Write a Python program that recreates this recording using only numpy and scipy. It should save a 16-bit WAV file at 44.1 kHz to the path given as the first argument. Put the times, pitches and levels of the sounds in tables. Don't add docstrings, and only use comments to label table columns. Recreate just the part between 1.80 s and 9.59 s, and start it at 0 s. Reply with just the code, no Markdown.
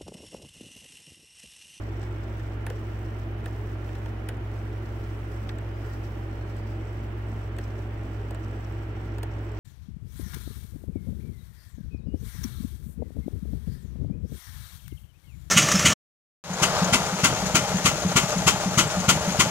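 import sys
import numpy as np
from scipy import signal
from scipy.fft import rfft, irfft
from scipy.io import wavfile

SR = 44100
rng = np.random.default_rng(int(sys.argv[2]) if len(sys.argv) > 2 else 0)


def inscribe(sig):
    pcm = np.round(np.clip(np.atleast_2d(sig).T, -1, 1) * 32767)
    wavfile.write(sys.argv[1], SR, pcm.astype(np.int16))


N = 343539
TIME_S = np.arange(N) / SR
BINS_HZ = np.maximum(np.arange(N // 2 + 1) * SR / N, 1)
MOTOR_HZ, FAN_HZ = 58.31, 104.32


def motor():
    # order, rms/dB, L-R/dB
    orders = [(1, -37.3, -.8), (3, -64, 0), (13, -68, -5), (15, -72, -4), (16, -70, -5), (20, -70, 0),
              (28, -75, 1), (29, -75, -10), (34, -77, -7), (48, -84, 5), (50, -79, -11), (51, -74, -6),
              (52, -76.5, -9), (53, -85, -10)]
    return rotor(MOTOR_HZ, orders, wander_hz=0.018, flutter_db=1.5)


def fan():
    # order, rms/dB, L-R/dB
    orders = [(1, -34.7, -.8), (2, -65, 1), (3, -57, -7), (4, -61, -2)]
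    return rotor(FAN_HZ, orders, wander_hz=0.15, flutter_db=4.5)


def drive_whir(level_db=-40, turn_depth=0.098, treble_balance_db=-2.5):
    # f/Hz, relative density/dB
    spectrum = [(20, -3.5), (40, -5), (110, 2.5), (160, -5.5), (195, -6.5), (255, -10), (450, -8.5),
                (760, -11.5), (1150, -14.5), (1900, -16.5), (2400, -20.5), (3100, -25.5), (3900, -34),
                (7000, -54)]
    # f/Hz, width/Hz, lift/dB, L-R/dB
    housing = [(168.5, 10, 5, 7), (178.5, 10, -5, -3), (227.2, 20, 10, -1.5), (249, 15, -5, 2),
               (272.8, 15.5, 8.5, 0), (292, 18, 6.5, -1), (310, 8.5, -10.5, 5), (330.4, 30.7, 12, 0.5),
               (361.3, 17, 9, 1.5), (388, 14, -2, 4), (414.5, 32, 7.5, 1.5), (651, 40, 4, 0),
               (791, 27, 5, 2), (1373, 59, 4, -4.5)]
    # f/Hz, L-R correlation
    correlation = [(60, 1), (170, 0.96), (350, 0.92), (700, 0.28), (1400, 0.028), (3000, 0.0025),
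                   (12000, 0)]
    friction = rng.standard_normal((2, N)) * (1 + turn_depth * np.sin(2 * np.pi * MOTOR_HZ * TIME_S))
    mid, side = rfft(friction)
    alike = over_bins(correlation)[0]
    field = np.sqrt(1 + alike) * mid + np.sqrt(1 - alike) * side * [[1], [-1]]
    shape_db = over_bins(spectrum)[0]
    lean_db = treble_balance_db * BINS_HZ / (BINS_HZ + 500)
    for hz, width_hz, lift_db, balance_db in housing:
        bell = 1 / (1 + (2 * (BINS_HZ - hz) / width_hz) ** 2)
        shape_db += lift_db * bell
        lean_db += balance_db * bell
    return from_db(level_db) * rms_one(irfft(field * from_db(shape_db) * pan(lean_db), N))


def blade_ticks(rise_s=.0018, fall_s=.0019, side_lag_s=.00014):
    # t/s, crack/dB, ping/Hz, ping/dB, ring/dB, clack/dB, knock/dB, knock tilt/(dB/oct), L-R/dB
    catches = [(0.2297, -61, 7550, -65, -62, -50, -50, 2, 0), (0.597, -68, 5600, -61, -68, -50, -61, 0, 0),
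               (0.866, -49, 9600, -45.5, -64, -37.5, -39, 7, 4),
               (0.9012, -49, 5630, -59, -59, -42, -35, -13, 5),
               (1.6422, -66, 7700, -69, -68, -53, -60, 0, 5),
               (1.659, -50.5, 8600, -64, -62, -40.5, -39.5, -5, 4),
               (2.091, -70, 7200, -71, -68, -49, -47, 4, 0),
               (2.1525, -62, 5600, -59, -66, -47.5, -43, -3, 2),
               (2.2592, -59, 5600, -62, -65, -48.5, -42, 2, 0),
               (2.4883, -43.5, 9700, -48, -60, -38, -40, -2, 4),
               (2.57, -65, 7210, -74, -70, -60, -60, 0, 4), (3.6918, -56, 3750, -47, -47, -42, -54, 3, 7),
               (3.785, -59, 7700, -61, -63, -48.5, -56, 0, 5), (4.766, -62, 7800, -61, -64, -56, -58, 0, 0),
               (5.7657, -63, 7800, -64, -68, -58, -55, 0, 3),
               (5.786, -48.5, 8360, -58, -55, -42, -42, -3, 1),
               (6.5082, -52, 7900, -61, -64, -51, -38, -2, 4),
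               (6.547, -59, 7700, -58, -63, -49.5, -44.5, 5, 3),
               (7.3838, -51.5, 7300, -74, -59, -49.5, -41, -3, 1),
               (7.4316, -45, 8900, -52, -51, -44.5, -38.5, 1, 2)]
    # f/Hz, width/Hz, relative level/dB
    shank = [(3400, 220, -3), (4150, 170, 0), (4520, 190, -1), (5800, 320, -4)]
    # f/Hz, width/Hz, relative level/dB
    holder = [(1100, 500, -9), (1500, 190, -1), (1700, 150, 0), (1860, 140, -1), (2650, 600, -5),
              (3800, 1300, -12)]
    # f/Hz, width/Hz, relative level/dB
    carriage = [(450, 45, 0), (515, 45, 0), (690, 50, -1), (770, 60, -3), (910, 55, -2)]
    out, t = np.zeros((2, N)), TIME_S[:SR // 8]
    blow = burst(t, rise_s, fall_s)
    slip_envelope = blow + from_db(-20) * burst(t, rise_s, fall_s=.012)
    jolt_envelope = blow + from_db(-13) * burst(t, rise_s, fall_s=.016)
    crack_band = np.vstack([signal.butter(2, 1700, "high", fs=SR, output="sos"),
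                            signal.butter(1, 12000, fs=SR, output="sos")])
    for at_s, crack_db, ping_hz, ping_db, ring_db, clack_db, knock_db, tilt_db, balance_db in catches:
        direct = rng.standard_normal(len(t))
        lag = round(side_lag_s * SR * (1 if balance_db >= 0 else -1))
        direct_pair = np.array([direct, np.roll(direct, lag)])
        slips = (direct_pair + .6 * rng.standard_normal((2, len(t)))) * slip_envelope
        jolts = (direct + .35 * rng.standard_normal((2, len(t)))) * jolt_envelope
        crack = at_level(signal.sosfilt(crack_band, slips), crack_db)
        ping = at_level(resonate(slips, ping_hz, width_hz=400), ping_db)
        ring = at_level(ring_modes(slips, shank), ring_db)
        clack = at_level(ring_modes(jolts, holder), clack_db)
        knock = at_level(ring_modes(jolts, carriage, tilt_db), knock_db)
        tick = pan(balance_db) * (crack + ping + ring) + pan(balance_db=-1.5) * clack + knock
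        add(out, at_s - rise_s, tick)
    return out


def blade_strokes(edge_s=0.033, floor_db=-71.5):
    # start/s, end/s, level/dB
    strokes = [(0, 0.748, -71.5), (0.91, 1.402, -71.5), (1.637, 1.933, -71.5), (2.05, 2.327, -75),
               (2.7, 3.5, -80), (3.52, 3.722, -69), (4.004, 4.167, -67), (4.205, 4.81, -72),
               (4.874, 5.264, -77), (5.473, 5.67, -68.5), (5.79, 6.078, -77), (6.173, 6.453, -71),
               (6.59, 7.052, -70), (7.156, 7.28, -73), (7.497, 7.8, -71.5)]
    engaged, power = np.zeros(N), np.zeros(N)
    for start_s, end_s, level_db in strokes:
        gate = np.clip(np.minimum(TIME_S - start_s, end_s - TIME_S) / edge_s + .5, 0, 1)
        engaged += gate
        power += (gate * from_db(level_db)) ** 2
    return np.minimum(engaged, 1), np.sqrt(power + from_db(floor_db) ** 2)


def blade_scrape():
    # f/Hz, relative density/dB, L-R/dB
    spectrum = [(2500, -15, 1), (3520, 0, -1), (4150, 1.5, -24), (5640, 15, 9), (6330, 7, -1), (7150, 4, 6),
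                (7800, 9, 10), (8100, 0, 8), (9100, -7, -6), (9600, -10, -2), (12000, -8, 6)]
    return rubbing(spectrum, grains_per_s=110, grain_s=0.0017, fleck_depth=2.0, patchy_db=5.0)


def fibre_snaps(engaged, snaps_per_s=70, snap_s=.001, spread_db=8, relative_db=-5):
    # f/Hz, width/Hz, relative level/dB
    modes = [(4500, 1200, -11), (5700, 700, -2), (7750, 180, -1), (12500, 5000, -8)]
    gaps, sizes = rng.random((int(2 * snaps_per_s * TIME_S[-1]), 2)).T
    onsets = (np.cumsum(.2 + 1.6 * gaps) * SR / snaps_per_s).astype(int)
    inside = onsets < N
    clicks = np.zeros(N)
    clicks[onsets[inside]] = from_db(spread_db * sizes[inside] ** 2)
    force = decay(clicks * engaged, snap_s) * rng.standard_normal((2, N))
    return from_db(relative_db) * pan(balance_db=3.0) * rms_one(ring_modes(force, modes))


def mat_slide(engaged, rest_db=-2):
    # f/Hz, relative density/dB, L-R/dB
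    spectrum = [(1000, -12, -19), (5470, 1, -1), (7200, -3.5, 1.5), (8800, -6.5, -2), (9600, -9, -1),
                (12000, -6, 2), (15000, -6.5, 5), (15900, 2.5, -3.5)]
    # t/s, level/dB
    levels = [(0.0, -60.5), (1.65, -60.5), (2.1, -59), (2.45, -60), (3.0, -59.5), (3.3, -59), (3.85, -59.5),
              (4.11, -56.5), (4.45, -62), (4.85, -60.5), (5.2, -61), (5.4, -60), (6.3, -61.5),
              (7.79, -62.5)]
    level_db = np.interp(TIME_S, *np.transpose(levels)) + rest_db * (1 - engaged)
    hiss = rubbing(spectrum, grains_per_s=93, grain_s=0.0037, fleck_depth=.5, patchy_db=1.4)
    return from_db(level_db) * hiss


def loose_panel(modes_hz=(224.5, 321.5), wander_hz=2):
    # t/s, lower/dB, upper/dB
    levels = [(0, -74, -51), (0.7, -66, -51.5), (1.1, -53, -59), (1.7, -62, -58), (2.2, -66, -49),
              (2.9, -57, -63), (4.4, -68, -49.5), (5.2, -54, -60), (6.3, -53, -55), (7.1, -74, -50.5),
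              (7.79, -56, -54)]
    times_s, *curves_db = np.transpose(levels)
    out = np.zeros(N)
    for hz, curve_db in zip(modes_hz, curves_db):
        phase = 2 * np.pi * np.cumsum(hz + wander_hz * drift(3.06)) / SR
        out += from_db(np.interp(TIME_S, times_s, curve_db)) * np.sqrt(2) * np.sin(phase)
    return pan(balance_db=-4.5) * out


def singing():
    # start/s, end/s, f/Hz, width/Hz, rms before fades/dB
    bands = [(0, .8, 2200, 110, -65), (0, .8, 3550, 200, -72), (.8, 2.2, 15440, 40, -76),
             (2.2, 7.79, 15440, 70, -83), (0, 7.79, 10440, 20, -87.5), (0, 4.6, 10600, 500, -83),
             (3.08, 3.7, 11900, 700, -79), (3.1, 3.7, 8300, 400, -78), (3.95, 4.5, 12500, 4000, -73),
             (4.02, 4.19, 1420, 150, -53), (4.03, 4.18, 1850, 70, -57), (3.85, 4.22, 4930, 140, -71),
             (4.7, 5.0, 4880, 150, -70), (4.4, 4.95, 4280, 110, -74), (3.95, 7.79, 7800, 220, -82)]
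    out = np.zeros((2, N))
    for start_s, end_s, hz, width_hz, level_db in bands:
        count = int((end_s - start_s) * SR)
        noise = rng.standard_normal((2, count))
        tone = resonate(resonate(noise, hz, width_hz), hz, width_hz)
        add(out, start_s, from_db(level_db) * rms_one(tone) * signal.windows.tukey(count, .5))
    return out


def case_buzz(flutter_db=2.5):
    # f/Hz, rms/dB, L-R/dB
    tones = [(119.8, -54.5, -1), (576, -64, -13)]
    out = np.zeros((2, N))
    for hz, level_db, balance_db in tones:
        gain = pan(balance_db) * from_db(level_db + flutter_db * drift(0.95))
        out += gain * np.sqrt(2) * np.sin(2 * np.pi * (hz * TIME_S + rng.random()))
    return out


def rotor(speed_hz, orders, wander_hz, flutter_db):
    angle = 2 * np.pi * np.cumsum(speed_hz + wander_hz * drift(5.1)) / SR
    out = np.zeros((2, N))
    for order, level_db, balance_db in orders:
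        flutter = from_db(flutter_db * drift(12.0)) if order > 1 else 1
        skew_rad = min(order * speed_hz / 900, np.pi / 2)
        phase = rng.uniform(0, 2 * np.pi) + np.array([[.5], [-.5]]) * skew_rad
        out += pan(balance_db) * from_db(level_db) * flutter * np.sqrt(2) * np.sin(order * angle + phase)
    return out


def rubbing(spectrum, grains_per_s, grain_s, fleck_depth, patchy_db):
    grains = rng.random(N) * (rng.random(N) < grains_per_s / SR)
    force = (1 + fleck_depth * np.tanh(decay(grains, grain_s))) * from_db(patchy_db * drift(35))
    friction = rng.standard_normal((2, N)) * force
    shape_db, lean_db = over_bins(spectrum)
    return rms_one(irfft(rfft(friction) * from_db(shape_db) * pan(lean_db), N))


def ring_modes(force, modes, tilt_db=0):
    out = 0
    for k, (hz, width_hz, level_db) in enumerate(modes):
        gain = from_db(level_db + tilt_db * np.log2(hz / modes[0][0]))
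        out += (-1) ** k * gain * rms_one(resonate(force, hz, width_hz))
    return out


def resonate(x, hz, width_hz):
    r = np.exp(-np.pi * width_hz / SR)
    poles = [1, -2 * r * np.cos(2 * np.pi * hz / SR), r * r]
    return signal.lfilter(np.array([1, 0, -1]) * (1 - r * r) / 2, poles, x + 1e-18)


def decay(impulses, fall_s):
    return signal.lfilter([1], [1, -np.exp(-1 / (fall_s * SR))], impulses + 1e-18)


def burst(t, rise_s, fall_s):
    shape = (1 - np.exp(-t / rise_s)) ** 2 * np.exp(-t / fall_s)
    return shape / shape.max()


def drift(rate_hz):
    return rms_one(irfft(rfft(rng.standard_normal(N)) / (1 + (BINS_HZ / rate_hz) ** 2), N))


def over_bins(points):
    hz, *columns = np.transpose(points)
    return [np.interp(np.log(BINS_HZ), np.log(hz), column) for column in columns]


def at_level(sound, level_db, tick_s=.007):
    return from_db(level_db) * sound / np.sqrt(np.sum(sound ** 2) / (2 * tick_s * SR) + 1e-20)


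def from_db(db):
    return 10 ** (np.asarray(db) / 20)


def rms_one(x):
    return x / np.sqrt(np.mean(x ** 2) + 1e-20)


def pan(balance_db):
    return from_db(np.array([[.5], [-.5]]) * balance_db)


def add(out, start_s, sound):
    i = int(start_s * SR)
    out[:, i:i + sound.shape[1]] += sound[:, :N - i]


def scene():
    engaged, scrape_gain = blade_strokes()
    machine = motor() + fan() + drive_whir()
    blade = blade_ticks() + scrape_gain * (blade_scrape() + fibre_snaps(engaged))
    return machine + blade + mat_slide(engaged) + loose_panel() + singing() + case_buzz()


def record(dry):
    cutoff_hz = 15720
    return signal.sosfilt(signal.ellip(10, .2, 70, cutoff_hz, fs=SR, output="sos"), dry)


dry = scene()
out = record(dry)
inscribe(out)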